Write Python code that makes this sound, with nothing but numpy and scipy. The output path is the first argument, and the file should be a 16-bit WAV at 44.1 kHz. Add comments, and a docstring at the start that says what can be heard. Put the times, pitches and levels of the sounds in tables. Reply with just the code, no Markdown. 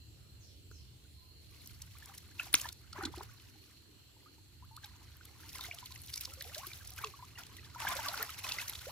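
"""Air bubbles ring and bend in pitch as someone in a slow forest river lifts a wet net with a fish in it.
Bubbles are short damped sines; drops splat as spiky bursts of resonant noise; the fish slaps the water
once, in a cluster of cracks; water runs off the mesh as thousands of tiny grains over filtered noise.
Behind: rumble, hiss and insects of shaped noise, a far bird of gliding whistles, and a short answer of the banks."""
import sys
import numpy as np
from scipy import signal
from scipy.fft import rfft, irfft, next_fast_len
from scipy.io import wavfile
from scipy.ndimage import uniform_filter1d, map_coordinates

SR = 44100
rng = np.random.default_rng(int(sys.argv[2]) if len(sys.argv) > 2 else 0)


def store_pcm(level_fs):
    """Save levels as 16-bit WAV."""
    pcm = np.round(np.clip(level_fs, -1, 1) * 32767).astype(np.int16)
    wavfile.write(sys.argv[1], SR, np.atleast_2d(pcm).T)


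def boost(x):
    """Linear amplitude factor 10**(x/20) for a level x in decibels (scalar or array-like)."""
    u = np.asarray(x, float) / 20
    return 10 ** u


N = 392931  # length in samples


def unit(x):
    """Scales a sound to rms 1."""
    return x / np.sqrt(np.mean(x ** 2) + 1e-20)


def along(points, hz):
    """Reads a curve of (Hz, value) points on a log frequency axis."""
    point_hz, value = np.transpose(points)
    return np.interp(np.log(hz + 1), np.log(point_hz + 1), value)


def curves(rows):
    """One value per sample for each column after the time in seconds."""
    s, *columns = np.transpose(rows)
    return [np.interp(np.arange(N) / SR, s, column) for column in columns]


def wobble(rate):
    """A smooth random curve with rate knots a second."""
    knots = rng.standard_normal(int(N * rate / SR) + 4)
    return map_coordinates(knots, [np.arange(N) * rate / SR])


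def filtered(x, response):
    """Filters x by a complex response of frequency."""
    size = next_fast_len(x.shape[-1] + 4096)
    spectrum = rfft(x, size) * response(np.fft.rfftfreq(size, 1 / SR))
    return irfft(spectrum, size)[..., :x.shape[-1]]


def resonance(f, hz, width_hz):
    """Response of one causal resonance of peak gain 1."""
    return 1j * f * width_hz / (hz * hz - f * f + 1j * f * width_hz + 1e-9)


def delayed_apart(x, lag):
    """Delays the left channel by half of lag (s) and advances the right by as much."""
    return filtered(x, lambda hz: np.exp(-1j * np.pi * hz * lag * np.array([[1], [-1]])))


def wide_noise(gain):
    """Stereo noise of rms 1; the blend of mid and side sets how alike the channels are, as in a diffuse field."""
    # Likeness of left and right. Each row: frequency in Hz, correlation from -1 to 1.
    likeness = [(60, .78), (150, .65), (300, .45), (700, .15), (2400, .04), (8000, -.05)]

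    def mid_and_side(hz):
        angle = np.arccos(np.clip(along(likeness, hz), -1, 1)) / 2
        return gain(hz) * np.array([np.cos(angle), np.sin(angle)])

    mid, side = filtered(rng.standard_normal((2, N)), mid_and_side)
    return unit(np.array([mid + side, mid - side]))


def patchy(x, depth_db):
    """Random patches of gain, a few hundred Hz wide and about a fifth of a second long."""
    z = signal.stft(x, nperseg=512)[2]
    field = uniform_filter1d(rng.standard_normal(z.shape[1:]), size=5, axis=0)
    field = uniform_filter1d(field, size=30, axis=1)
    return signal.istft(z * boost(depth_db * unit(field)), nperseg=512)[1][:, :N]


def add(track, s, sound, lag=0, lag_spread=2e-5):
    """Mixes a sound into both channels, from a slightly different direction each time; lags in seconds."""
    pair = delayed_apart(sound[None], rng.normal(lag, lag_spread))
    part = track[:, round(s * SR):][:, :len(sound)]
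    part += pair[:, :part.shape[1]]


def grains(count, size, centre_hz, spread, cycles, scatter_db, lag_spread):
    """Many tiny damped sines at random times and directions, each rising in pitch; stereo, rms 1."""
    moment, chance = rng.random((count, 1)), rng.standard_normal((count, 4, 1))
    cycles = cycles * np.exp(.3 * chance[:, 3])
    hz = np.clip(centre_hz * np.exp(spread * chance[:, 0]), 200, SR / 3)
    gain = boost(scatter_db * chance[:, 1])
    index = ((moment * N).astype(int) + np.arange(size)).ravel()
    pair = []
    for side in (-1, 1):
        lag = lag_spread * (3 + side * chance[:, 2] / 2)
        turns = hz * np.clip(np.arange(size) / SR - lag, 0, 1)
        swell = turns * np.exp(-turns / cycles)
        ring = swell * np.sin(2 * np.pi * turns * (1 + .025 * turns / cycles))
        pair.append(np.bincount(index, (gain * ring).ravel(), minlength=N)[:N])
    return unit(np.array(pair))


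def forest():
    """Far rumble that throbs, patchy leaf and river hiss, and wavering insect bands, all of shaped noise."""
    # Rumble before its throb. Each row: time in seconds, level in dB.
    rumble_level = [(0, -58), (1.8, -57.5), (2.6, -57.5), (3.3, -54.5), (3.7, -63.5), (4.3, -61.5),
                    (4.7, -56), (5.2, -60), (5.7, -58), (6.9, -56.5), (8.2, -58.5), (8.91, -56)]
    # Colour of the rumble. Each row: frequency in Hz, relative density in dB.
    rumble_colour = [(15, -72), (25, -29), (56, -8), (75, 0), (116, -4), (151, -15.5), (220, -25),
                     (290, -32), (480, -120)]
    # Colour of the leaf and river hiss. Each row: frequency in Hz, relative density in dB.
    hiss_colour = [(88, -37), (150, -8.5), (309, 0.5), (439, -7), (504, -11.5), (1020, -19), (1500, -19.5),
                   (3550, -14), (4240, -15.5), (5250, -18), (14800, -18.5), (16000, -28)]
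    # Insect choirs. Each row: centre in Hz, width of one resonance in Hz, level in dB before it wavers.
    insects = [(4230, 450, -69.5), (7520, 600, -78), (2860, 760, -76.5)]

    throb = boost(1.8 * wobble(5))
    rumble = boost(curves(rumble_level)[0]) * throb * wide_noise(lambda hz: boost(along(rumble_colour, hz)))
    hiss = boost(-66.5) * patchy(wide_noise(lambda hz: boost(along(hiss_colour, hz))), depth_db=2.5)
    choirs = np.zeros((2, N))
    for hz, width_hz, db in insects:
        waver = boost(1.4 * wobble(2.5) + 1.3 * wobble(18))
        choirs += boost(db) * waver * wide_noise(lambda f: resonance(f, hz, width_hz) ** 2)
    return rumble + hiss + patchy(choirs, depth_db=2)


def bird():
    """Unsteady whistles glide in pitch far away; a decaying noise tail from the trees smears them."""
    # Calls. Each row: start in seconds, level in dB before the trees, first Hz, last Hz, length in seconds.
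    calls = [(.39, -60, 7000, 5200, .14), (.47, -63, 4700, 3000, .09), (.705, -60, 7000, 5150, .14),
             (1.16, -69, 1050, 1000, .15)]
    out, t = np.zeros((2, N)), np.arange(SR // 2) / SR
    for s, db, first_hz, last_hz, length in calls:
        u = np.linspace(0, 1, int(length * SR))
        glide = last_hz + (first_hz - last_hz) * (1 - u) ** 4
        hz = glide * (1 + .06 * wobble(400)[:len(u)] * (first_hz / 7000))
        swell = np.sin(np.pi * np.sqrt(u))
        add(out, s, boost(db) * swell * np.sin(2 * np.pi * np.cumsum(hz) / SR))
    trees = rng.standard_normal((2, len(t))) * boost(-60 * t / .45)  # 60 dB down in 0.45 s
    trees[:, 0] = 9  # the direct path
    return signal.fftconvolve(out, trees / np.linalg.norm(trees[0]), axes=1)[:, :N]


def banks(x):
    """A short diffuse answer from the water surface and the banks: decaying noise, different in each ear."""
    # Decay of the answer. 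Each row: frequency in Hz, time to fall 60 dB in seconds.
    decay = [(300, 0.22), (3000, 0.13), (12000, 0.032)]
    hz, t, z = signal.stft(rng.standard_normal((2, SR // 4)), SR, nperseg=256)
    tail = signal.istft(z * boost(-60 * t / along(decay, hz)[:, None]), SR, nperseg=256)[1]
    return signal.fftconvolve(x[None], tail / np.linalg.norm(tail[0]), axes=1)[:, :N]


def flow():
    """Levels in dB of gurgle, patter and fizz: the power of the dripping plus that of every slosh."""
    # Water dripping off net and fish. Each row: time in seconds, patter in dB, fineness as fizz over patter in dB.
    drip = [(0, -84, .5), (1.35, -80, -1), (1.55, -65.5, 1), (1.9, -67.5, -1.5), (2.15, -64, -0.5),
            (2.32, -68, -2), (2.7, -69, 1.5), (2.9, -71, -7.5), (3.3, -67.5, -4), (3.75, -70, -0.5),
            (3.87, -79.5, -4.5), (4.6, -77, -1.5), (4.95, -68.5, -6), (5.2, -68.5, -6), (5.5, -59, 1.5),
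            (5.75, -61, -4.5), (6.02, -63, 4), (6.22, -59, 3), (6.3, -60.5, -0.5), (6.55, -54, 0.5),
            (6.93, -62, 1.5), (7.08, -56, -1), (7.14, -65, -2.2), (7.72, -63.5, -5), (8.35, -53, -2),
            (8.91, -54, -1)]
    # Hands, net or fish stir the surface.
    # Each row: full strength from in seconds, hold in seconds, gurgle in dB, patter in dB.
    sloshes = [(1.958, .17, -66, -69.5), (2.402, .09, -59.5, -56.5), (2.533, .14, -57, -53.5),
               (2.961, .11, -52, -63), (3.122, .11, -59, -62.5), (4.831, .04, -67.5, -60.5),
               (5.549, .13, -59, -56.5), (6.994, .03, -51, -61), (7.386, .035, -56, -58.5),
               (7.801, .135, -44.5, -48), (7.96, .28, -45.5, -48.5), (8.447, .17, -50.5, -48.5)]
    rise_db_per_s, fall_db_per_s = 800.5, 329.5
    trickle_db, coarse_gurgles = -8, 1.2  # gurgle under the patter; coarser drops gurgle more

    drip_db, fine_db = curves(drip)
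    s, hold, slosh_gurgle_db, slosh_patter_db = np.transpose(sloshes)[:, :, None]
    t = np.arange(N) / SR - s
    shape_db = np.minimum(0, np.minimum(rise_db_per_s * t, fall_db_per_s * (hold - t)))

    def total(steady_db, peak_db):
        return 10 * np.log10(boost(2 * steady_db) + boost(2 * (peak_db + shape_db)).sum(axis=0))

    gurgle_db = total(drip_db + trickle_db - coarse_gurgles * fine_db, slosh_gurgle_db)
    patter_db = total(drip_db, slosh_patter_db)
    return gurgle_db, patter_db, patter_db + fine_db


def runoff():
    """Grains of gurgle, patter and fizz ride on noise; drops come in clumps shared by all three."""
    # Colours of gurgle, patter and fizz. Each row: frequency in Hz, gain in dB.
    gurgle_colour = [(250, -3.5), (500, -13.5), (900, -3), (1500, 3), (2200, 1), (4000, -17)]
    patter_colour = [(1200, -16.5), (2000, -2), (4000, -4.5), (6000, -2.5), (8000, -8), (12000, -30)]
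    fizz_colour = [(5000, -12), (8000, -11), (10000, -5), (13000, -3.5), (15500, -7.5), (17000, -28)]

    def tone(x, colour):
        wash = rng.standard_normal(N) + 1.97 * rng.standard_normal((2, N))  # shared and separate noise
        return unit(filtered(x + 0.78 * wash, lambda hz: boost(along(colour, hz))))

    gurgle_db, patter_db, fizz_db = flow()
    clump, surge = wobble(70), 2.6 * wobble(18)
    gurgle = tone(grains(count=3600, size=600, centre_hz=1000, spread=.4, cycles=2.8,
                         scatter_db=3, lag_spread=2e-5), gurgle_colour)
    patter = tone(grains(count=4500, size=130, centre_hz=4040, spread=0.386, cycles=1.7,
                         scatter_db=-0.5, lag_spread=3e-5), patter_colour)
    fizz = tone(grains(count=18000, size=50, centre_hz=10160, spread=0.33, cycles=0.95,
                       scatter_db=12, lag_spread=3e-5), fizz_colour)
    gurgle_gain = boost(gurgle_db + surge + 0.38 * clump)
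    patter_gain = boost(patter_db + 2.86 * clump)
    fizz_gain = boost(fizz_db + 2.9 * clump + 2.0 * wobble(160))
    return gurgle_gain * gurgle + patter_gain * patter + fizz_gain * fizz


def scattered(level_db, count):
    """Random moments, denser where the level is high, with the level there and three normal draws each."""
    share = np.cumsum(boost(.75 * level_db))
    at = np.searchsorted(share / share[-1], rng.random(count)).clip(SR // 10, N - 1)
    return zip(at / SR, level_db[at], *rng.standard_normal((count, 3)).T)


def small_drops():
    """Chance drops between the loud ones, louder with the patter until they merge; rows as in splats()."""
    over_patter_db, middle_hz, middle_spray_db = 10.5, 4400, -15.5
    dense_db = -59  # above this patter, drops merge and grow no louder
    rows = []
    for s, patter_db, a, b, c in scattered(flow()[1], count=130):
        db = min(patter_db, dense_db) + over_patter_db + 4.3 * a
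        rows.append((s, db, middle_hz * np.exp(0.21 * b), middle_spray_db + 4.1 * c))
    return rows


def splats():
    """Each impact is a short spiky swell of noise: the cavity it opens rings, the spray hisses above it."""
    # Drops hitting the surface. Each row: moment in seconds, peak in dB, cavity in Hz,
    # spray in the blend in dB (before the blend is scaled to its peak).
    loud_drops = [(0.7126, -47, 4370, -7), (1.661, -40, 6130, -8.5), (1.6738, -36, 5700, -6),
                  (1.8196, -31, 5900, -7), (1.985, -38, 2830, 7), (2.0576, -35.5, 6850, -6),
                  (2.18, -31, 5330, -3), (2.598, -27.5, 2870, -6), (2.614, -24.5, 7000, -9),
                  (2.6593, -37, 5450, -14), (2.688, -29.5, 3900, -27), (2.726, -34.5, 5330, -9),
                  (2.93, -35.5, 4500, -40), (3.036, -36.5, 4060, -22), (3.0548, -24.5, 3810, -42),
                  (3.181, -41, 4180, -23), (3.233, -35, 4530, 0), (3.399, -45.5, 2780, -23),
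                  (4.766, -36.5, 4230, -9), (4.844, -36.5, 3820, -17), (5.254, -38.5, 3770, -3),
                  (5.492, -38, 4800, -19), (5.551, -35, 4400, -15), (5.584, -37, 3940, -13),
                  (5.609, -30.5, 3970, -14), (5.638, -37, 3900, -18), (5.667, -40, 3400, -20),
                  (5.746, -38, 5500, -8), (5.786, -34.5, 3100, -17.5), (5.8582, -34, 4130, -13),
                  (5.921, -34, 3770, -13), (5.96, -36.5, 2580, -33), (6.005, -47, 5000, 0),
                  (6.036, -41, 6500, -4), (6.062, -39, 5000, -4), (6.073, -40, 6000, -8),
                  (6.083, -39.5, 4200, -20), (6.104, -45, 5000, -2), (6.127, -39, 5000, -10),
                  (6.138, -27, 4900, -14), (6.158, -27, 4740, -6), (6.1764, -27, 5500, -9),
                  (6.2107, -25, 5130, -3), (6.235, -37, 5200, -12), (6.2528, -26.5, 4900, -30),
                  (6.336, -32, 6760, -6), (6.4076, -32, 3930, -19), (6.4227, -31, 3850, -6),
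                  (6.547, -30, 4100, -25), (6.581, -31, 5100, -9), (6.669, -30.5, 4450, 4),
                  (6.733, -34.5, 4000, -27), (6.8495, -39, 6380, -16), (6.8745, -33, 5780, -4),
                  (6.9049, -35, 5030, -4), (6.9364, -33, 7000, -3), (6.982, -36.5, 2420, -25),
                  (7.0445, -24, 2780, -31), (7.0703, -32.5, 2540, -15), (7.4077, -42, 6000, 4),
                  (7.4347, -37, 2970, -25), (7.467, -39.5, 4500, -5), (7.568, -39, 2880, -13),
                  (7.8022, -28, 2840, -6), (7.886, -23.5, 3000, 6), (8.085, -22.5, 4400, -28),
                  (8.175, -30, 4360, -20), (8.2274, -17, 4540, 1.5), (8.49, -29, 3670, -25),
                  (8.52, -20, 4040, -29), (8.615, -31, 2700, -15), (8.6807, -25, 6230, -7.5),
                  (8.6962, -33, 3900, -18), (8.7344, -34, 3870, -17), (8.754, -31.5, 3560, -23),
                  (8.79, -37, 3830, -21.5)]
    swell_s = 0.0019  # time constant in which one impact dies; it rises slightly faster
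    out, t = np.zeros((2, N)), np.arange(-SR // 200, SR // 40) / SR
    for s, db, hz, spray_db in loud_drops + small_drops():
        swell = np.exp(np.minimum(t / (0.95 * swell_s), -t / swell_s))
        # droplets of one impact land apart: the swell is broken into ticks
        ticks = boost(4.66 * unit(uniform_filter1d(rng.standard_normal(len(t)), size=30)))
        burst = rng.standard_normal((3, len(t))) * swell * ticks
        cavity = filtered(burst[0], lambda f: resonance(f, hz, 0.33 * hz) ** 2)
        body = filtered(burst[1], lambda f: resonance(f, 5100, 6000) ** 2)
        spray = filtered(burst[2], lambda f: resonance(f, 11500, 8000) ** 2)
        mix = 0.29 * unit(cavity) + 0.2 * unit(body) + boost(spray_db) * unit(spray)
        add(out, s + t[0] + .0008, boost(db) * mix / np.abs(mix).max())
    return out


def slap():
    """The fish slaps the surface: each crack is a few cycles in a bell-shaped swell, with a little noise around."""
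    # The cluster of cracks. Each row: centre in seconds, peak of the crack without noise in dB,
    # pitch in Hz, half-width of the bell in seconds.
    cracks = [(2.5302, -28, 10500, .0006), (2.5400, -24, 3500, .0008), (2.5418, -3, 9300, .0002),
              (2.5419, -12, 4200, .0004), (2.5438, -13, 2400, .0005), (2.5441, -19, 1550, .0007),
              (2.5458, -21, 3300, .001), (2.5527, -12.5, 6000, .0005), (2.558, -30, 7000, .0006)]
    out, t = np.zeros((2, N)), np.arange(-SR // 200, SR // 100) / SR
    for s, db, hz, spread in cracks:
        crack = np.cos(2 * np.pi * hz * t) * np.exp(-(t / spread) ** 2)
        hiss = filtered(rng.standard_normal(len(t)), lambda f: resonance(f, hz, 1.1 * hz))
        spatter = .3 * hiss * np.exp(-np.abs(t) / (2.5 * spread))
        add(out, s + t[0], boost(db) * (crack + spatter), lag=-2.7e-5, lag_spread=2e-6)
    return out


def small_bubbles(gurgle_db):
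    """Chance bubbles between the loud ones, louder with the gurgle until they merge; rows as in bubbles()."""
    over_gurgle_db, middle_hz, lowest_hz = -10, 1050, 650
    life_cycles, rise = 10, 0.04  # middle life in cycles; mean log pitch rise over one life
    dense_db = -49  # above this gurgle, bubbles merge and grow no louder
    rows = []
    for s, level_db, a, b, c in scattered(gurgle_db, count=440):
        hz = max(middle_hz * np.exp(0.335 * a), lowest_hz)
        db = min(level_db, dense_db) + over_gurgle_db + 0.97 * b
        last_hz = hz * np.exp(rise * (1 + c))
        rows.append((s, db, hz, last_hz, life_cycles * np.exp(0.38 * c) / hz))
    return rows


def bubbles():
    """A bubble starts fast, fades, and its pitch bends late as it nears the surface; churning water shakes it."""
    # Air pockets ringing under the surface. Each row: start in seconds, level in dB before fade and flutter,
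    # first Hz, Hz after one life (both before the shake), life in seconds (a fall of 7 dB).
    loud_bubbles = [(0.712, -47.5, 356, 392, 0.0045), (0.714, -45, 1420, 1440, 0.0029),
                    (1.952, -54, 1130, 1200, 0.011), (2.096, -46, 1150, 1600, 0.0043),
                    (2.024, -46, 1690, 1860, 0.0086), (2.09, -54, 800, 790, 0.024),
                    (2.392, -32, 2600, 2720, 0.0042), (2.396, -22, 2690, 2480, 0.0049),
                    (2.398, -33, 1480, 1390, 0.0061), (2.409, -34, 2660, 2600, 0.0034),
                    (2.43, -51, 1030, 1060, 0.0071), (2.468, -46, 750, 700, 0.0063),
                    (2.541, -35, 297, 307, 0.0083), (2.644, -39, 1680, 1760, 0.012),
                    (2.655, -34.5, 965, 976, 0.0073), (2.93, -44, 1330, 1350, 0.0066),
                    (2.961, -43, 1080, 1040, 0.012), (2.983, -41, 1010, 1100, 0.0068),
                    (2.986, -40.5, 380, 402, 0.021), (3.009, -25, 1150, 1540, 0.0038),
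                    (3.014, -36.5, 787, 834, 0.021), (3.032, -37, 342, 326, 0.025),
                    (3.054, -34, 290, 306, 0.01), (3.035, -33.5, 1505, 1540, 0.01),
                    (3.075, -40, 297, 390, 0.0226), (3.139, -42, 890, 1200, 0.0061),
                    (3.175, -43, 346, 366, 0.019), (3.182, -47.5, 730, 1040, 0.022),
                    (3.208, -34, 820, 1390, 0.0054), (3.209, -49, 380, 445, 0.02),
                    (3.31, -68, 1144, 1063, 0.06), (4.165, -60.5, 910, 910, 0.0088),
                    (4.26, -55, 1206, 1430, 0.022), (4.382, -59.5, 890, 950, 0.0092),
                    (4.624, -53, 965, 1295, 0.024), (4.711, -55.5, 876, 970, 0.051),
                    (4.774, -44.5, 1160.0, 1480, 0.0094), (4.834, -49.5, 1640, 1560, 0.013),
                    (4.84, -54.5, 850, 810, 0.021), (5.21, -47, 1470, 1540, 0.0059),
                    (5.44, -60, 910, 940, 0.041), (5.553, -48, 1040, 1050, 0.011),
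                    (5.592, -42, 1310, 1360, 0.0058), (5.59, -48, 1014, 1050, 0.025),
                    (5.605, -47, 3620, 4000, 0.036), (5.644, -38.5, 2050, 2150, 0.0084),
                    (5.722, -40, 2800, 2820, 0.0055), (5.685, -46.5, 716, 716, 0.015),
                    (5.712, -27.5, 2450, 2200, 0.0036), (5.735, -51.5, 675, 720, 0.02),
                    (5.827, -44.5, 974, 990, 0.011), (5.905, -56.5, 1014, 1050, 0.025),
                    (6.173, -47, 2310, 2300.0, 0.015), (6.275, -61, 517, 590, 0.056),
                    (6.319, -53, 1330, 1390, 0.014), (6.373, -55, 515, 620, 0.049),
                    (6.411, -37.5, 1700, 2660, 0.0053), (6.45, -49, 750, 695, 0.012),
                    (6.459, -55.5, 460, 804, 0.073), (6.564, -47, 596, 1514, 0.072),
                    (6.275, -51, 1100, 800, 0.0099), (6.288, -60, 800, 1000, 0.022),
                    (6.555, -44.5, 1750, 1100, 0.0092), (6.632, -42.5, 1070, 1223, 0.027),
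                    (6.671, -51, 345, 380, 0.016), (6.645, -46, 1490, 1600, 0.0082),
                    (6.703, -45, 2350, 2350, 0.004), (6.716, -40, 2350, 2370, 0.0055),
                    (6.808, -51, 1646, 1290, 0.015), (7.029, -41, 2300, 2270, 0.0084),
                    (6.915, -60.5, 736, 770, 0.045), (6.987, -34, 1490, 1560, 0.0052),
                    (7.039, -30, 1180, 990, 0.0074), (7.045, -46.5, 440, 390, 0.04),
                    (7.138, -45, 1110, 1130, 0.012), (7.19, -51, 956, 1060, 0.022),
                    (7.225, -43.5, 984, 1130, 0.017), (7.355, -48, 2780, 2870, 0.014),
                    (7.375, -44, 1900, 1930, 0.0081), (7.385, -46.5, 1420, 1420, 0.013),
                    (7.384, -45.5, 1010, 850, 0.0072), (7.585, -46, 1940, 1980, 0.0088),
                    (7.594, -44.5, 2610, 2420, 0.0045), (7.748, -42.5, 1300, 1400, 0.0072),
                    (7.759, -40.5, 947, 1036, 0.017), (7.801, -39.5, 975, 1080, 0.018),
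                    (7.82, -42.5, 881, 990, 0.037), (7.851, -24, 930, 840, 0.0045),
                    (7.869, -25.5, 1700, 1770, 0.0074), (7.87, -41, 1062, 970, 0.063),
                    (7.912, -35, 1270, 1180, 0.0053), (7.919, -41, 650, 810, 0.014),
                    (7.955, -46.5, 514, 650, 0.043), (7.99, -38, 900, 860, 0.026),
                    (8.06, -37.5, 1080, 1300, 0.025), (8.09, -42, 700, 704, 0.021),
                    (8.141, -24.5, 1400, 1450, 0.004), (8.176, -37, 905, 780, 0.0093),
                    (8.195, -42.5, 440, 467, 0.028), (8.292, -37, 1326, 1290.0, 0.0092),
                    (8.443, -45.5, 1010, 1010, 0.033), (8.443, -38, 2450, 2390.0, 0.0097),
                    (8.509, -35, 2670, 2860, 0.02), (8.585, -25, 2060, 2010, 0.0041),
                    (8.595, -34, 2710, 2730.0, 0.0083), (8.868, -40, 498, 984, 0.033)]
    out, gurgle_db = np.zeros((2, N)), flow()[0]
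    churn = np.clip((gurgle_db + 66) / 16, .1, 1)
    shake, flutter = churn * wobble(160), churn * wobble(120)
    for s, db, first_hz, last_hz, life in loud_bubbles + small_bubbles(gurgle_db):
        t = np.arange(int(1.7 * life * SR)) / SR
        now = np.minimum(round(s * SR) + np.arange(len(t)), N - 1)
        bend = first_hz + (last_hz - first_hz) * (t / life) ** 2.1
        hz = bend * (1 + .032 * shake[now])
        # the onset is slower in churning water
        onset = 1 - np.exp(-t / (0.00069 + .04 * churn[now[0]] ** 2 * life))
        fade = onset * boost(-7 * t / life) * np.cos(np.pi / 2 * t / t[-1])
        add(out, s, boost(db + 2.84 * flutter[now]) * fade * np.sin(2 * np.pi * np.cumsum(hz) / SR))
    return out


def scene():
    """The water is a little to the left: the right microphone hears it slightly later."""
    water = bubbles() + splats() + slap() + runoff()
    near = delayed_apart(water, lag=-4e-5)
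    return near + boost(-15) * banks(water.mean(axis=0)) + forest() + bird()


def roll_off(x):
    """The treble ends steeply here."""
    return signal.sosfilt(signal.butter(12, 16500, fs=SR, output="sos"), x)


def record(dry):
    """Two microphones of slightly different colour, with a dip in the treble and a band limit."""
    # Level difference of left and right across the scene; near 9 kHz the left is louder. Each row: frequency in
    # Hz, left over right in dB.
    difference = [(60, -3.5), (150, 0), (380, -1), (950, 1), (2380, 0), (5980, -4.5), (9000, 2.5),
                  (15000, 1)]

    def microphones(hz):
        dip = boost(-3.5 * np.exp(-((hz - 8600) / 450) ** 2))
        band_limit = (hz < 16500) / (1 + (hz / 15600) ** 40)
        return dip * band_limit * boost(along(difference, hz) * np.array([[.5], [-.5]]))

    return roll_off(filtered(dry, microphones))


dry = scene()
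out = record(dry)
store_pcm(out)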